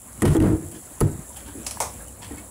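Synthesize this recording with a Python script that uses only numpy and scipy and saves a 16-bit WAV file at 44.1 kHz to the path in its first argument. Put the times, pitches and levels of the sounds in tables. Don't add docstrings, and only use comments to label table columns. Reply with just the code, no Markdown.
import sys
import numpy as np
from scipy import signal
from scipy.fft import rfft, irfft, next_fast_len
from scipy.io import wavfile
from scipy.ndimage import uniform_filter1d, minimum_filter1d, map_coordinates

SR = 44100
rng = np.random.default_rng(int(sys.argv[2]) if len(sys.argv) > 2 else 0)


def materialize(psi):
    bounded = np.clip(np.atleast_2d(psi).T, -1, 1)
    quanta = np.round(bounded * 32767).astype(np.int16)
    wavfile.write(sys.argv[1], SR, quanta)


def gain_from_decibels(decibels):
    exponent = np.asarray(decibels, float) / 20
    return 10 ** exponent


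N = 110250
T = np.arange(N) / SR

# frequency [Hz], density [dB per Hz].
SIZZLE_SPECTRUM = [(3500, -32.5), (6100, -16), (7500, 0.5), (8900, -5), (10500, 0.5), (12600, -15.5),
                   (14800, -9.5), (16000, -12)]
# centre [Hz], width [Hz], level [dB].
BOTTLE_BODY = [(613, 230, -2), (950, 310, 0), (1410, 310, -7), (1750, 250, -11.5), (2420, 700, -17)]


def unit(x):
    return x / np.sqrt(np.mean(x ** 2) + 1e-20)


def along(points, hz):
    f, v = np.transpose(points)
    return np.interp(np.log(hz + 1), np.log(f + 1), v)


def wobble(rate_hz):
    knots = rng.standard_normal(int(N * rate_hz / SR) + 4)
    return map_coordinates(knots, [T * rate_hz])


def swaying_tone(pitch_hz):
    return np.sin(2 * np.pi * np.cumsum(pitch_hz) / SR)


def filtered(x, response):
    m = next_fast_len(N + SR // 2)
    return irfft(rfft(x, m) * response(np.fft.rfftfreq(m, 1 / SR)), m)[:N]


def noise(spectrum, patchy_db=0.):
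    z = signal.stft(rng.standard_normal(N + 512), nperseg=512)[2]
    field = uniform_filter1d(rng.standard_normal(z.shape), size=6, axis=0)
    field = uniform_filter1d(field, size=10, axis=1)
    x = signal.istft(z * gain_from_decibels(patchy_db * unit(field)), nperseg=512)[1][:N]
    return unit(filtered(x, lambda hz: gain_from_decibels(along(spectrum, hz))))


def body(modes):
    def gain(f):
        total = 0
        for k, (centre, width, db) in enumerate(modes):
            damping = 1j * f * width
            total = total + (-1) ** k * gain_from_decibels(db) * damping / (centre ** 2 - f * f + damping)
        return total

    norm = np.sqrt(np.mean(np.abs(gain(np.linspace(0, SR / 2, num=20000))) ** 2))
    return lambda f: gain(f) / norm


def grains(count, hz, spread, cycles, spread_db, glide):
    u, g, k = rng.random((count, 2)), rng.standard_normal((count, 1)), np.arange(400)
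    turns = hz * np.exp(spread * g) * k / SR
    level = gain_from_decibels(-spread_db * np.log(u[:, 1:] + .02))
    envelope = (turns / 2).clip(0, 1) * np.exp(-3 * turns / cycles)
    rows = level * envelope * np.sin(2 * np.pi * turns * (1 + glide * turns / cycles))
    starts = (u[:, :1] * N).astype(int)
    return unit(np.bincount((starts + k).ravel(), rows.ravel(), N + 400)[:N])


def clicks(table, crack, modes):
    bright, hollow = np.zeros(N), np.zeros(N)
    for s, db, rise, t60, share in table:
        t = (T - s).clip(0)
        burst = gain_from_decibels(db - 60 * (t - rise).clip(0) / t60) * (t / rise).clip(0, 1) ** 2 / 2
        share = np.clip(share, 0, 1)
        bright += burst * np.sqrt(1 - share)
        hollow += burst * np.sqrt(share)
    return bright * noise(crack, patchy_db=1.5) + filtered(hollow * rng.standard_normal(N), body(modes))


def pings(table, rise_s, climb):
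    out = np.zeros(N)
    for s, db, hz, t60 in table:
        t = (T - s).clip(0)
        envelope = gain_from_decibels(db - 60 * t / t60) * (1 - np.exp(-t / rise_s))
        out += envelope * np.sin(2 * np.pi * hz * t * (1 + climb * t / t60))
    return out


def cupboard():
    # time [s], level [dB], share on the deep carcass [0-1].
    surges = [
        [(.2195, -23, 0), (.225, -11.5, 0.16), (.25, -4, 0.25), (.29, -10, 0.88), (.325, -14.5, 0.94),
         (.34, -24.5, 0.4), (.348, -37, 0.4)],
        [(.346, -37, 1), (.353, -13, 0.04), (.383, -20.5, 0), (.391, 1.5, 0.9), (.403, -36.5, 0.86)],
        [(.398, -42, 0.4), (.405, -15.5, 0.5), (.47, -15.5, 0.28), (.55, -22.5, 0.57), (.585, -32, 0.52),
         (.72, -44.5, 0.53), (.76, -39.5, 0), (.81, -49, 1)],
        [(1.005, -38, 0.14), (1.012, -16, 0.15), (1.024, -14.5, 0.81), (1.064, -12.5, 0.9), (1.072, -27, 0.34),
         (1.12, -29, 0.8), (1.16, -35.5, 0.79), (1.3, -59, 0.64)],
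    ]
    # centre [Hz], width [Hz], level [dB].
    carcass_modes = [(50, 16, -7), (68.3, 13.1, -5.5), (92.8, 15.6, -1.5), (148.4, 15.6, -2.5)]
    door_modes = [(182.3, 7.8, -4), (222, 45, -6.5), (319.3, 33.6, -1), (400, 72, -10.5), (479, 42.6, -12),
                  (647, 106, -22), (912, 150, -26), (1400, 480, -35.5)]
    # frequency [Hz], level [dB].
    rattle_spectrum = [(500, -16), (1000, 21.5), (1900, 17), (3200, 0), (4500, -12), (9000, -2),
                       (15000, -3)]
    rattle_db = -23
    force, deep = np.zeros(N), np.zeros(N)
    for s, db, share in map(np.transpose, surges):
        force += gain_from_decibels(np.interp(T, s, db, -120, -120))
        deep = np.maximum(deep, np.interp(T, s, np.clip(share, 0, 1), 0, 0))
    carcass = unit(filtered(rng.standard_normal(N), body(carcass_modes)))
    door = unit(filtered(rng.standard_normal(N), body(door_modes)))
    rattle = gain_from_decibels(rattle_db + 1.8 * wobble(123.2)) * (1 - deep) * noise(rattle_spectrum)
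    return force * (np.sqrt(deep) * carcass + np.sqrt(1 - deep) * door + rattle)


def door_latch():
    # start [s], peak [dB], rise [s], t60 [s], share of hollow body [0-1].
    contacts = [(.2203, -5, 0.000096, 0.021, 0.37), (.235, -20.5, 0.017, 0.32, 0.4),
                (.2524, -9.5, 0.00098, 0.079, 0.91), (.279, -21, 0.00088, 0.037, 1),
                (.3477, -22.5, 0.0003, 0.017, 0.77), (.366, -22, 0.0015, 0.012, 0.3),
                (.4021, -19, 0.0002, 0.016, 0.58), (.424, -26, 0.00064, 0.032, 0.7),
                (1.0052, -17, 0.00052, 0.023, 0.28), (1.0102, -16, 0.00023, 0.013, 0.37),
                (1.015, -25, 0.00098, 0.016, 1)]
    # frequency [Hz], level [dB].
    latch_spectrum = [(900, -30), (2500, -18), (5000, -12), (7600, 0), (10500, 2.5), (12500, -12),
                      (14500, -4), (16000, -31)]
    # centre [Hz], width [Hz], level [dB].
    latch_modes = [(925, 400, 4), (1490, 230, -0.5), (1870, 156, 0), (2670, 180, -5.5), (2900, 230, -5)]
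    return clicks(contacts, latch_spectrum, latch_modes)


def door_panel():
    # time [s], pitch [Hz], level [dB].
    song = [(.349, 341.5, -58), (0.357, 340, -11), (.38, 316, -22), (.389, 309, -15), (0.405, 323, -14),
            (.47, 318.3, -27), (.494, 337.5, -43), (0.541, 311, -13.5), (0.584, 311, -44)]
    s, hz, db = np.transpose(song)
    level_db = np.interp(T, s, db, -120, -120) + 1.5 * wobble(57.9)
    return gain_from_decibels(level_db) * swaying_tone(np.interp(T, s, hz) + 6 * wobble(50.2))


def struck_fittings():
    # start [s], peak [dB], frequency [Hz], t60 [s].
    strikes = [(.2205, -11, 1864, 0.016), (.2205, -24, 2400, .015), (.2205, -19, 7650, 0.021),
               (.227, -9.5, 350, 0.048), (.2524, -24, 950, 0.026), (.279, -28, 1890, .03),
               (.3485, -34, 1840, 0.042), (.366, -30, 3300, 0.017), (.4021, -27.5, 2720, 0.017),
               (.4025, -31, 1883, 0.045), (1.0052, -12, 10240, 0.015), (1.008, -23, 317, .08),
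               (1.011, -16, 433, 0.064), (1.0115, -20, 900, 0.052), (1.012, -23.5, 1316, 0.038),
               (1.0105, -29, 1890, 0.035), (1.0105, -26, 4670, 0.013), (1.7715, -21.5, 950, 0.015),
               (1.7715, -37, 1660, 0.034), (1.8025, -20, 2940, 0.012), (1.8025, -20, 7200, .01),
               (1.8063, 0, 945, 0.0069), (1.8065, -23, 2180, .02), (1.818, -26.5, 830, 0.012)]
    return pings(strikes, rise_s=.0005, climb=0)


def bottle_contacts():
    # start [s], peak [dB], rise [s], t60 [s], share of hollow body [0-1].
    contacts = [
        (1.662, -17.5, 0.0047, 0.057, 0.05),
        (1.707, -19.5, 0.0041, 0.034, 0.07),
        (1.8024, -2, 0.00053, 0.017, 0.15),
        (1.8058, -12.5, 0.00071, 0.031, 0.93),
        (2.2454, -33, 0.0015, 0.017, 0),
    ]
    # frequency [Hz], level [dB].
    cap_spectrum = [(900, -31), (2300, -5), (3800, -7), (5600, -0.5), (7500, 2), (10500, 0.5), (12500, -14),
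                    (14500, -14)]
    return clicks(contacts, cap_spectrum, BOTTLE_BODY)


def rubs():
    # start [s], length [s], level [dB].
    strokes = [
        (0.197, 0.11, -48.5),
        (0.713, 0.057, -53),
        (1.358, 0.049, -48),
        (1.459, 0.03, -50.5),
        (2.215, 0.037, -44),
        (2.369, 0.032, -54),
    ]
    # centre [Hz], width [Hz], level [dB].
    rub_modes = [(900, 100, 2.5), (1760, 150, -0.5), (2550, 860, -6.5), (3300, 290, -0.5),
                 (4260, 750, -9.5), (8350, 3200, -10)]
    rise_s, fall_s = 0.0038, 0.0086
    stroke = np.zeros(N)
    for s, length, db in strokes:
        stroke += gain_from_decibels(db) * np.minimum((T - s) / rise_s, (s + length - T) / fall_s + 1).clip(0, 1)
    grit = gain_from_decibels(2.5 * wobble(150)) * rng.standard_normal(N)
    return filtered(stroke * grit, body(rub_modes))


def knocks():
    # start [s], level [dB], length [s], frequency [Hz].
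    worktop_knocks = [(1.151, -24.5, 0.011, 160), (1.189, -28.5, 0.012, 150), (1.286, -42, 0.0086, 400),
                      (1.477, -37.5, 0.038, 289.3), (1.553, -30.5, 0.022, 275.7), (1.576, -37, 0.044, 323),
                      (1.675, -40, 0.017, 277.7), (2.31, -31, 0.024, 292), (2.375, -42, 0.045, 302)]
    spread, rise_s = 0.13, 0.0033
    out = np.zeros(N)
    for s, db, length, hz in worktop_knocks:
        side_hz = hz * np.exp(spread * rng.standard_normal(2)) * [.8, 1.4]
        ring = np.sin(2 * np.pi * hz * T)
        for mode_hz in side_hz:
            ring += 0.39 * np.sin(2 * np.pi * mode_hz * T)
        out += ((T - s) / rise_s).clip(0, 1) * gain_from_decibels(db) * np.exp(-((T - s) / length) ** 2) * ring
    return out


def room(x):
    # frequency [Hz], t60 [s].
    decay = [(300, 0.27), (1000, 0.29), (5000, 0.32), (10000, 0.16), (13000, 0.18)]
    hz, t, z = signal.stft(np.array([x, rng.standard_normal(N)]), SR, nperseg=256)
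    keep = gain_from_decibels(-120 * (t[1] - t[0]) / along(decay, hz))
    energy = [signal.lfilter([0, 1 - k], [1, -k], np.abs(row) ** 2) for k, row in zip(keep, z[0])]
    diffuse = unit(np.abs(z[1])) * np.exp(1j * np.angle(z[1]))
    return signal.istft(np.sqrt(energy) * diffuse, SR, nperseg=256)[1][:N]


def simmer():
    # time [s], simmer strength [dB].
    strength = [(0.0, -47.5), (0.12, -44), (0.35, -43), (0.54, -45), (1.37, -44.5), (1.89, -42.5),
                (2.18, -46.5), (2.5, -45)]
    spit_db, bubble_db = -6, -58
    spits = grains(count=1500, hz=8500, spread=.35, cycles=4, spread_db=3.5, glide=0)
    spits = unit(filtered(spits, lambda hz: gain_from_decibels(along(SIZZLE_SPECTRUM, hz) * .8)))
    fizz = gain_from_decibels(.8 * wobble(12) + .6 * wobble(45)) * noise(SIZZLE_SPECTRUM, patchy_db=.6)
    bubbles = grains(count=900, hz=1000, spread=.45, cycles=8, spread_db=2.2, glide=.12)
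    level = gain_from_decibels(np.interp(T, *np.transpose(strength)))
    return level * (fizz + gain_from_decibels(spit_db) * spits) + gain_from_decibels(bubble_db) * bubbles


def fat_spits():
    # start [s], peak [dB], t60 [s].
    sharp_spits = [(0.0177, -31, 0.013), (.7128, -31.5, 0.073), (1.293, -28, 0.018), (1.3676, -29, 0.13),
                   (2.025, -27, .006), (2.082, -27, 0.016), (2.3805, -33, 0.05)]
    rise_s = .0005
    contacts = [(s, db, rise_s, t60, 0) for s, db, t60 in sharp_spits]
    return clicks(contacts, SIZZLE_SPECTRUM, BOTTLE_BODY)


def single_bubbles():
    # start [s], peak [dB], frequency [Hz], t60 [s].
    blips = [(.075, -41, 1024, 0.056), (.976, -37.5, 965, 0.032), (1.245, -48.5, 1750, 0.1),
             (1.292, -40, 620, 0.054), (1.3, -44.5, 972, 0.15), (1.37, -37, 803, .06),
             (1.475, -44, 900, .12), (1.485, -46, 1580, .12), (2.005, -42.5, 1626, 0.078),
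             (2.08, -45.5, 2950, 0.055), (2.14, -57, 540, 0.054), (2.237, -43, 1700, 0.057),
             (2.306, -41.5, 786, 0.11), (2.312, -41.5, 1870, .06), (2.336, -30, 283, 0.081),
             (2.34, -52, 886, 0.34), (2.38, -37.5, 2190, 0.06), (2.378, -46, 2550, 0.094),
             (2.435, -45, 623, 0.092)]
    return pings(blips, rise_s=0.0015, climb=0.028)


def extractor_hum():
    # time [s], level [dB].
    hum_level = [(0, -75), (.9, -60), (1.4, -50), (1.9, -45.5), (2.12, -46.5), (2.22, -47.5), (2.5, -50)]
    low_hz, high_hz, high_db = 62, 101, -4.5
    hum = gain_from_decibels(1.5 * wobble(11)) * swaying_tone(low_hz + 7 * wobble(14))
    hum += gain_from_decibels(high_db + 2.6 * wobble(6.7)) * swaying_tone(high_hz + 5 * wobble(14))
    return gain_from_decibels(np.interp(T, *np.transpose(hum_level))) * unit(hum)


def cookware_ring():
    # start [s], frequency [Hz].
    pots = [
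        (1.803, 490),
        (1.29, 552),
    ]
    level_db, t60_s = -54.5, 9.6
    out = np.zeros(N)
    for s, hz in pots:
        out += (T > s) * gain_from_decibels(level_db - 60 * (T - s).clip(0) / t60_s) * np.sin(2 * np.pi * hz * T)
    return out


def room_air():
    # time [s], level [dB].
    air_level = [(0, -48.5), (.2, -45), (.9, -47), (1.25, -46.5), (1.6, -43.5), (1.9, -44.5), (2.15, -48.5),
                 (2.35, -40.5), (2.5, -49)]
    # frequency [Hz], density [dB per Hz].
    air_spectrum = [(15, -45), (28, -33), (64, -10), (162, -19.5), (245, -16), (491, -30), (524, -25),
                    (1100, -31.5), (4500, -43.5), (5850, -56), (9900, -120)]
    air = gain_from_decibels(1.2 * wobble(14)) * noise(air_spectrum, patchy_db=2.2)
    return gain_from_decibels(np.interp(T, *np.transpose(air_level))) * air


def scene():
    bottle_wet_db, latch_wet_db, struck_wet_db = -3, -9.5, -17
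    bottle = bottle_contacts() + rubs()
    latch = door_latch()
    struck = struck_fittings()
    wet = gain_from_decibels(bottle_wet_db) * room(bottle)
    wet += gain_from_decibels(latch_wet_db) * room(latch)
    wet += gain_from_decibels(struck_wet_db) * room(struck)
    door = cupboard() + latch + door_panel()
    pan = simmer() + fat_spits() + single_bubbles()
    background = extractor_hum() + cookware_ring() + room_air()
    return (door + struck + bottle + knocks() + wet + pan + background)[None]


def low_pass(x):
    return signal.sosfilt(signal.butter(12, 16820, fs=SR, output="sos"), x)


def record(dry):
    limit_db, hold_s = -9.3, .008
    clip_top, clip_knee = .5, 4
    top_hz, over_top_db = 15750, -36
    span = round(hold_s * SR)
    need = np.minimum(1, gain_from_decibels(limit_db) / (np.abs(dry) + 1e-9))
    x = dry * uniform_filter1d(minimum_filter1d(need, span, axis=1), span, axis=1)
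    x = x / (1 + np.abs(x / clip_top) ** clip_knee) ** (1 / clip_knee)
    x = filtered(x[0], lambda hz: np.where(hz < top_hz, 1, gain_from_decibels(over_top_db)))[None]
    return low_pass(x)


dry = scene()
out = record(dry)
materialize(out)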